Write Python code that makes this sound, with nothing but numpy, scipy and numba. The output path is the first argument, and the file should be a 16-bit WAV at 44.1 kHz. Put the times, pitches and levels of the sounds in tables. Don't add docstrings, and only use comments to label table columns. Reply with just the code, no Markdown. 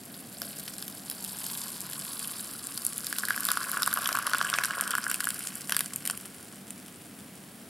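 import sys
import numpy as np
from scipy import signal
from scipy.fft import rfft, irfft
from scipy.io import wavfile
from scipy.ndimage import uniform_filter1d
from numba import njit

SR = 44100
rng = np.random.default_rng(int(sys.argv[2]) if len(sys.argv) > 2 else 0)


def waveform_to_disk(signal):
    frames = np.transpose(np.atleast_2d(signal))
    scaled = np.clip(frames, -1, 1) * 32767
    samples = np.round(scaled).astype(np.int16)
    wavfile.write(sys.argv[1], SR, samples)


N = 339119
TIME = np.arange(N) / SR
SPLASH_TIME = np.arange(1024) / SR
TOP_HZ = 16000

# start_s, plop_db, slap_db, spray_db
POCKETS = [(0.418, -43.5, -35, -32.5), (3.127, -32, -35, -31), (3.235, -30, -49, -47),
           (3.285, -31, -43, -31), (3.306, -23.5, -37, -35), (3.377, -32, -44, -41),
           (3.487, -31, -29.5, -30.5), (3.516, -32.5, -34, -22.5), (3.572, -26.5, -35.5, -44),
           (3.771, -28.5, -47, -48), (3.821, -31, -32, -27), (3.876, -26, -34, -29.5),
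           (3.973, -29.5, -37, -35), (4.09, -29, -32, -33), (4.152, -29, -36, -31),
           (4.172, -29.5, -42, -38), (4.188, -30.5, -46, -29.5), (4.274, -29.5, -42, -46),
           (4.334, -23.5, -30, -33), (4.347, -25, -37, -35), (4.413, -24.5, -31.5, -43),
           (4.539, -29.5, -25.5, -49), (4.586, -28.5, -26, -35), (4.637, -42, -25.5, -30),
           (4.708, -35, -39, -40), (4.81, -34.5, -35, -23), (4.907, -33, -33, -27),
           (4.952, -26.5, -34.5, -29.5), (4.982, -28, -41, -33), (5.066, -28, -57, -56),
           (5.098, -38, -46, -31), (5.114, -34, -31, -26.5), (5.205, -30.5, -38, -28.5),
           (5.271, -28, -42, -34), (5.722, -29, -27.5, -25.5), (5.766, -40, -29.5, -21),
           (5.807, -38, -31, -24.5), (6.099, -39.5, -31.5, -29)]
# time_s, share (0-1)
FLOODING = [(2.9, 0.01), (3.35, 0.31), (3.85, 0.26), (4.15, 0.71)]
# frequency_hz, level_db
DRY_COLOUR = [(1600, -9), (2200, -14), (3100, -6), (5000, 1), (6400, -11.5), (8500, -24.5)]
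# frequency_hz, level_db
WET_COLOUR = [(550, -14.5), (1600, -2), (2400, -1), (3100, 1.5), (3900, -6.5), (5800, -2.5), (6400, -12),
              (8500, -35)]
# frequency_hz, level_db
SPRAY_COLOUR = [(5000, -30), (6500, -10.5), (7400, -0.5), (8000, -2), (9100, 1), (11800, 2), (13000, -2.5),
                (15000, -9), (17000, -32)]


def stream():
    # time_s, force_db
    pour = [(0, -13.5), (0.15, -9), (0.3, -12), (0.45, -4), (0.8, -5.5), (1, -8.5), (1.3, -2), (1.55, 1.5),
            (1.8, -3), (2.25, 0.5), (2.6, -4.5), (3.3, 0), (4.5, 0), (4.75, -3.5), (5.4, 1), (5.6, -5),
            (6.1, -5.5), (6.7, -28)]
    trickle_db, patter_db, spray_db, trickle_slope = -56, -46.5, -40.5, 0.7
    drowned_db = -3
    gurgle_db = -40
    plunge_patter_db = 6.5
    force_db, flooded = curve(pour), np.clip(curve(FLOODING), 0, 1)
    depth, stirred = plunge(), wake()
    pool = pool_share(flooded)
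    spread_db = 4.5 * (1 - pool) + 7 * pool
    impacts = grains(rate=480, hz=9300, octaves=2.8, cycles=3.0, spread_db=spread_db,
                     scatter_s=.004, count=3)
    trickle_gain = undb(trickle_db + trickle_slope * force_db + drowned_db * flooded)
    bubbling_gain = np.hypot(trickle_gain, undb(gurgle_db) * depth)
    patter_gain = undb(patter_db + force_db + plunge_patter_db * depth * flooded)
    water = bubbling(flooded, depth) * np.hypot(bubbling_gain, stirred)
    water += patter(impacts, flooded, depth) * np.hypot(patter_gain, stirred)
    return water + spray(impacts) * undb(spray_db + force_db)


def bubbling(flooded, depth):
    # time_s, resonance_hz
    hollows = [(.6, 620), (1.7, 990), (3, 1270)]
    # frequency_hz, level_db
    gurgle_colour = [(600, -11.5), (850, -23), (1050, -6.5), (1600, 0.5), (1950, -11.5), (3200, -22)]
    pool = pool_share(flooded)
    trickle = unit(grains(rate=1200, hz=curve(hollows), octaves=0.39, cycles=9.6, spread_db=4.5))
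    large_bubbles = grains(rate=240, hz=pocket_hz(depth), octaves=1.68, cycles=5.8, spread_db=4.5,
                           scatter_s=.008, count=2)
    gurgle = unit(colour(large_bubbles, gurgle_colour))
    return steady((0.57 + pool) * gurgle + (1 - pool) * trickle)


def patter(impacts, flooded, depth):
    wet, dry = np.sqrt(flooded), np.sqrt(1 - flooded)
    beads = grains(rate=500, hz=3700, octaves=1.6, cycles=6, spread_db=4, scatter_s=.004, count=3)
    blips = grains(rate=57, hz=2980, octaves=0.76, cycles=11.4, spread_db=4.0)
    on_noodles = unit(colour(impacts, DRY_COLOUR)) + unit(colour(beads, DRY_COLOUR))
    on_water = unit(colour(impacts, WET_COLOUR)) + unit(colour(beads, WET_COLOUR))
    under_surface = undb(4.5) * wet * depth * unit(blips)
    return steady(dry * on_noodles + wet * on_water + under_surface)


def spray(impacts):
    fizz = grains(rate=700, hz=10800, octaves=1.0, cycles=18, spread_db=4.5, scatter_s=.003, count=3)
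    return steady(unit(colour(impacts, SPRAY_COLOUR)) + undb(-6.0) * unit(colour(fizz, SPRAY_COLOUR)))


def pool_share(flooded):
    return np.minimum(4 * flooded, 1)


def plunge():
    start_s, attack_s, end_s, release_s = 3.13, 0.41, 4.9, 0.19
    attack = 1 - np.exp(-np.maximum(TIME - start_s, 0) / attack_s)
    return attack * np.exp(-np.maximum(TIME - end_s, 0) / release_s)


def pocket_hz(depth):
    return 1627 * 2 ** (-0.31 * depth)


def wake():
    level_db, decay_s = -15, 0.024
    kicks = np.zeros(N)
    for s, _, slap_db, _ in POCKETS:
        kicks[int(s * SR)] = undb(slap_db + level_db)
    return signal.lfilter([1], [1, -np.exp(-1 / (decay_s * SR))], kicks)


def drops():
    # start_s, slap_db, spray_db
    ticks = [(0.679, -35.5, -47), (0.825, -36.5, -36.5), (0.88, -41, -36), (1.099, -40, -30),
             (1.113, -35.5, -36.5), (1.247, -39, -32.5), (1.465, -41, -33), (1.932, -38.5, -37),
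             (2.67, -44, -32), (2.776, -34.5, -31), (2.85, -47, -25.5), (2.866, -60, -22.5),
             (2.98, -58, -28.5), (3.068, -33, -31), (3.185, -31, -26.5), (3.252, -35.5, -31.5),
             (3.406, -48, -28), (3.452, -34.5, -23.5), (3.468, -44, -29), (3.503, -32, -32),
             (3.716, -39.5, -26.5), (3.831, -24, -28), (3.862, -41, -27.5), (3.939, -49, -22),
             (4.058, -27, -44), (4.074, -41, -25), (4.5, -35, -29), (4.656, -36.5, -26.5),
             (5.143, -33, -26.5), (5.242, -36, -27.5), (5.289, -46, -27), (5.695, -31.5, -29),
             (5.706, -39, -35), (5.746, -35, -36), (5.792, -32.5, -25), (5.96, -49, -27),
             (6.053, -37.5, -31), (6.075, -35, -25.5), (6.11, -53, -29.5), (6.175, -45, -34.5),
             (6.447, -61, -50), (6.706, -46, -36), (6.882, -51, -47.5)]
    scatter_octaves = 0.11
    out = np.zeros(N)
    flooded, depth = curve(FLOODING), plunge()
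    for s, slap_db, spray_db in ticks:
        add(out, s, splat(flooded[int(s * SR)], slap_db, spray_db))
    for s, plop_db, slap_db, spray_db in POCKETS:
        i = int(s * SR)
        hz = pocket_hz(depth[i]) * 2 ** (scatter_octaves * rng.standard_normal())
        add(out, s, at_level(swing(hz), plop_db) + splat(flooded[i], slap_db, spray_db))
    return out


def splat(flooded, slap_db, spray_db):
    dry = 1 - flooded
    tone = DRY_COLOUR if dry > .5 else WET_COLOUR
    slap = at_level(colour(burst(decay_s=0.001, scatter=0.26), tone), slap_db)
    bubble = at_level(swing(2200 * 2 ** (rng.random() + .5 * dry)), slap_db - 6.0)
    fine = at_level(colour(burst(decay_s=0.00068, scatter=0.05), SPRAY_COLOUR), spray_db)
    return slap + bubble + fine


def burst(decay_s, scatter):
    t = SPLASH_TIME
    decay = np.exp(-t / decay_s) + scatter * np.exp(-t / 0.003)
    return rng.standard_normal(len(t)) * (1 - np.exp(-t / .0001)) * decay


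def swing(hz):
    t = SPLASH_TIME
    envelope = (1 - np.exp(-t / 0.00057)) * np.exp(-t / 0.00095)
    return np.sin(2 * np.pi * hz * t * (1 + 10 * t)) * envelope


def soaking():
    snap_db, fizz_db = -58, -54
    fade_start_s, fade_db_per_s = 6.67, 5
    snaps = grains(rate=900, hz=6950, octaves=1.77, cycles=2.5, spread_db=2.5, scatter_s=.004, count=3)
    crackle = undb(snap_db) * steady(colour(snaps, WET_COLOUR))
    crackle += undb(fizz_db) * steady(colour(snaps, SPRAY_COLOUR))
    fade = undb(-fade_db_per_s * np.maximum(TIME - fade_start_s, 0))
    return crackle * curve(FLOODING) * fade


def cup(x):
    # frequency_hz, width_hz, level_db
    modes = [(690, 41, 0), (1120, 160, 0), (1446, 117, 2), (1664, 42, -1.5), (3070, 86, -9),
             (4630, 160, -17.5)]
    ringing = sum(undb(db) * fixed_resonance(x, hz, width) for hz, width, db in modes)
    return x + ringing


def room(x, t60=0.3, wet_db=-13, size=16384):
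    t = np.arange(size) / SR
    tails = rng.standard_normal((3, size)) * undb(-60 * t / t60) * (1 - np.exp(-t / 0.00093))
    tails /= np.sqrt(np.sum(tails ** 2, axis=1, keepdims=True))
    tails = tails[:2] * 0.3 + tails[2]
    return x + undb(wet_db) * np.array([signal.oaconvolve(x, tail)[:N] for tail in tails])


def kitchen():
    # frequency_hz, level_db
    hum_colour = [(25, -42), (60, -21.5), (95, -7), (150, -7), (195, 0), (270, -1), (340, -8), (550, -13),
                  (700, -12), (900, -18), (1600, -17.5), (6300, -26), (10500, -19.5), (14500, -27)]
    # frequency_hz, width_hz, level_db
    fan_modes = [(147.2, 4, -62), (193, 13, -57)]
    hum = unit(colour(rng.standard_normal(N), hum_colour))
    fan = np.zeros(N)
    for hz, width, db in fan_modes:
        fan += undb(db) * unit(fixed_resonance(rng.standard_normal(N), hz, width))
    diffuse = unit(colour(rng.standard_normal(N), [(25, -9.0), (400, 7), (2000, 0), (12000, -12)]))
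    whine = np.sin(2 * np.pi * 15625 * TIME)
    opposed = undb(-61.5) * diffuse * np.array([[1], [-1]])
    return undb(-48.5) * hum + fan + undb(-72) * whine + opposed


def grains(rate, hz, octaves, cycles, spread_db, scatter_s=0, count=1):
    # time_s, share of the full rate (0-1)
    flow = [(0, 0.33), (1.3, 1), (5.3, 1), (5.95, 0.23)]
    draws = np.random.default_rng(rng.integers(2 ** 31)).random((int(rate * N / SR), 6, count))
    when, pitch, life, size, sign, luck = draws.transpose(1, 2, 0)
    delay = when * (np.arange(count) > 0)[:, None]
    start = np.minimum(when[0] * N + delay * scatter_s * SR, N - 1).astype(np.int64)
    centre = np.broadcast_to(hz, N)[start] * 2 ** (octaves * (pitch - .5))
    centre = np.minimum(centre, TOP_HZ)
    strength = undb(-np.broadcast_to(spread_db, N)[start[0]] * np.log(size[0] + 0.015))
    strength = strength * np.exp(-delay) * np.sign(sign - .5)
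    strength *= luck[0] < curve(flow)[start[0]]
    lives = cycles * 2 ** (2 * life.ravel() - 1)
    return ring(start.ravel(), centre.ravel(), lives, strength.ravel())


@njit
def ring(start, hz, cycles, size):
    out = np.zeros(N)
    for k in range(len(start)):
        length = cycles[k] * SR / hz[k]
        for i in range(min(int(length), N - start[k])):
            age = i / length
            phase = 2 * np.pi * hz[k] * i / SR * (1 + .06 * age)
            out[start[k] + i] += size[k] * np.exp(-5.75 * age) * np.sin(phase)
    return out


@njit
def resonance(x, hz, width):
    y, band, low = np.empty(len(x)), 0., 0.
    for i in range(len(x)):
        g, k = np.tan(np.pi * hz[i] / SR), width / hz[i]
        v = (band + g * (x[i] + 1e-18 - low)) / (1 + g * (g + k))
        band, low, y[i] = 2 * v - band, low + 2 * g * v, k * v
    return y


def fixed_resonance(x, hz, width):
    return resonance(x, np.full(N, float(hz)), float(width))


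def colour(x, points, size=2048):
    hz, db = np.transpose(points)
    octave, known = np.log2(np.maximum(np.fft.rfftfreq(size, 1 / SR), 10)), np.log2(hz)
    beyond = np.abs(octave - np.clip(octave, known[0], known[-1]))
    gain_db = np.interp(octave, known, db) - 12 * beyond
    cepstrum = irfft(np.log(undb(gain_db)))
    cepstrum[1:size // 2] *= 2
    cepstrum[size // 2 + 1:] = 0
    return signal.oaconvolve(x, irfft(np.exp(rfft(cepstrum))))[:len(x)]


def undb(db):
    return 10 ** (np.asarray(db) / 20)


def curve(table):
    s, value = np.transpose(table)
    return np.interp(TIME, s, value)


def unit(x):
    return x / np.sqrt(np.mean(x ** 2))


def steady(x, size=7000):
    return x / np.sqrt(uniform_filter1d(x ** 2, size) + 1e-12)


def at_level(x, db, size=176):
    return x * undb(db) / np.sqrt(np.mean(x[:size] ** 2))


def add(track, s, sound):
    start = max(int(s * SR), 0)
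    part = track[start:start + len(sound)]
    part += sound[:len(part)]


def wander(rate=90):
    s = np.arange(0, N / SR, 1 / rate)
    return np.interp(TIME, s, rng.standard_normal(len(s)))


def scene():
    # time_s, peak_hz
    fine_peak = [(1.6, 11600), (2.8, 9900), (3.35, 11500), (3.8, 10500), (4.15, 12100), (4.4, 8200),
                 (5.3, 9700), (6.2, 9100)]
    water = cup_input = stream() + drops() + soaking()
    water = cup(cup_input + undb(-6.0) * resonance(cup_input, curve(fine_peak), 2000.0))
    side = 0.018 * water + (0.19 + 0.078 * wander()) * np.gradient(water)
    return room(water) + side * np.array([[1], [-1]]) + kitchen()


def record(dry):
    return signal.sosfilt(signal.ellip(8, .2, 70, TOP_HZ, fs=SR, output="sos"), dry)


dry = scene()
out = record(dry)
waveform_to_disk(out)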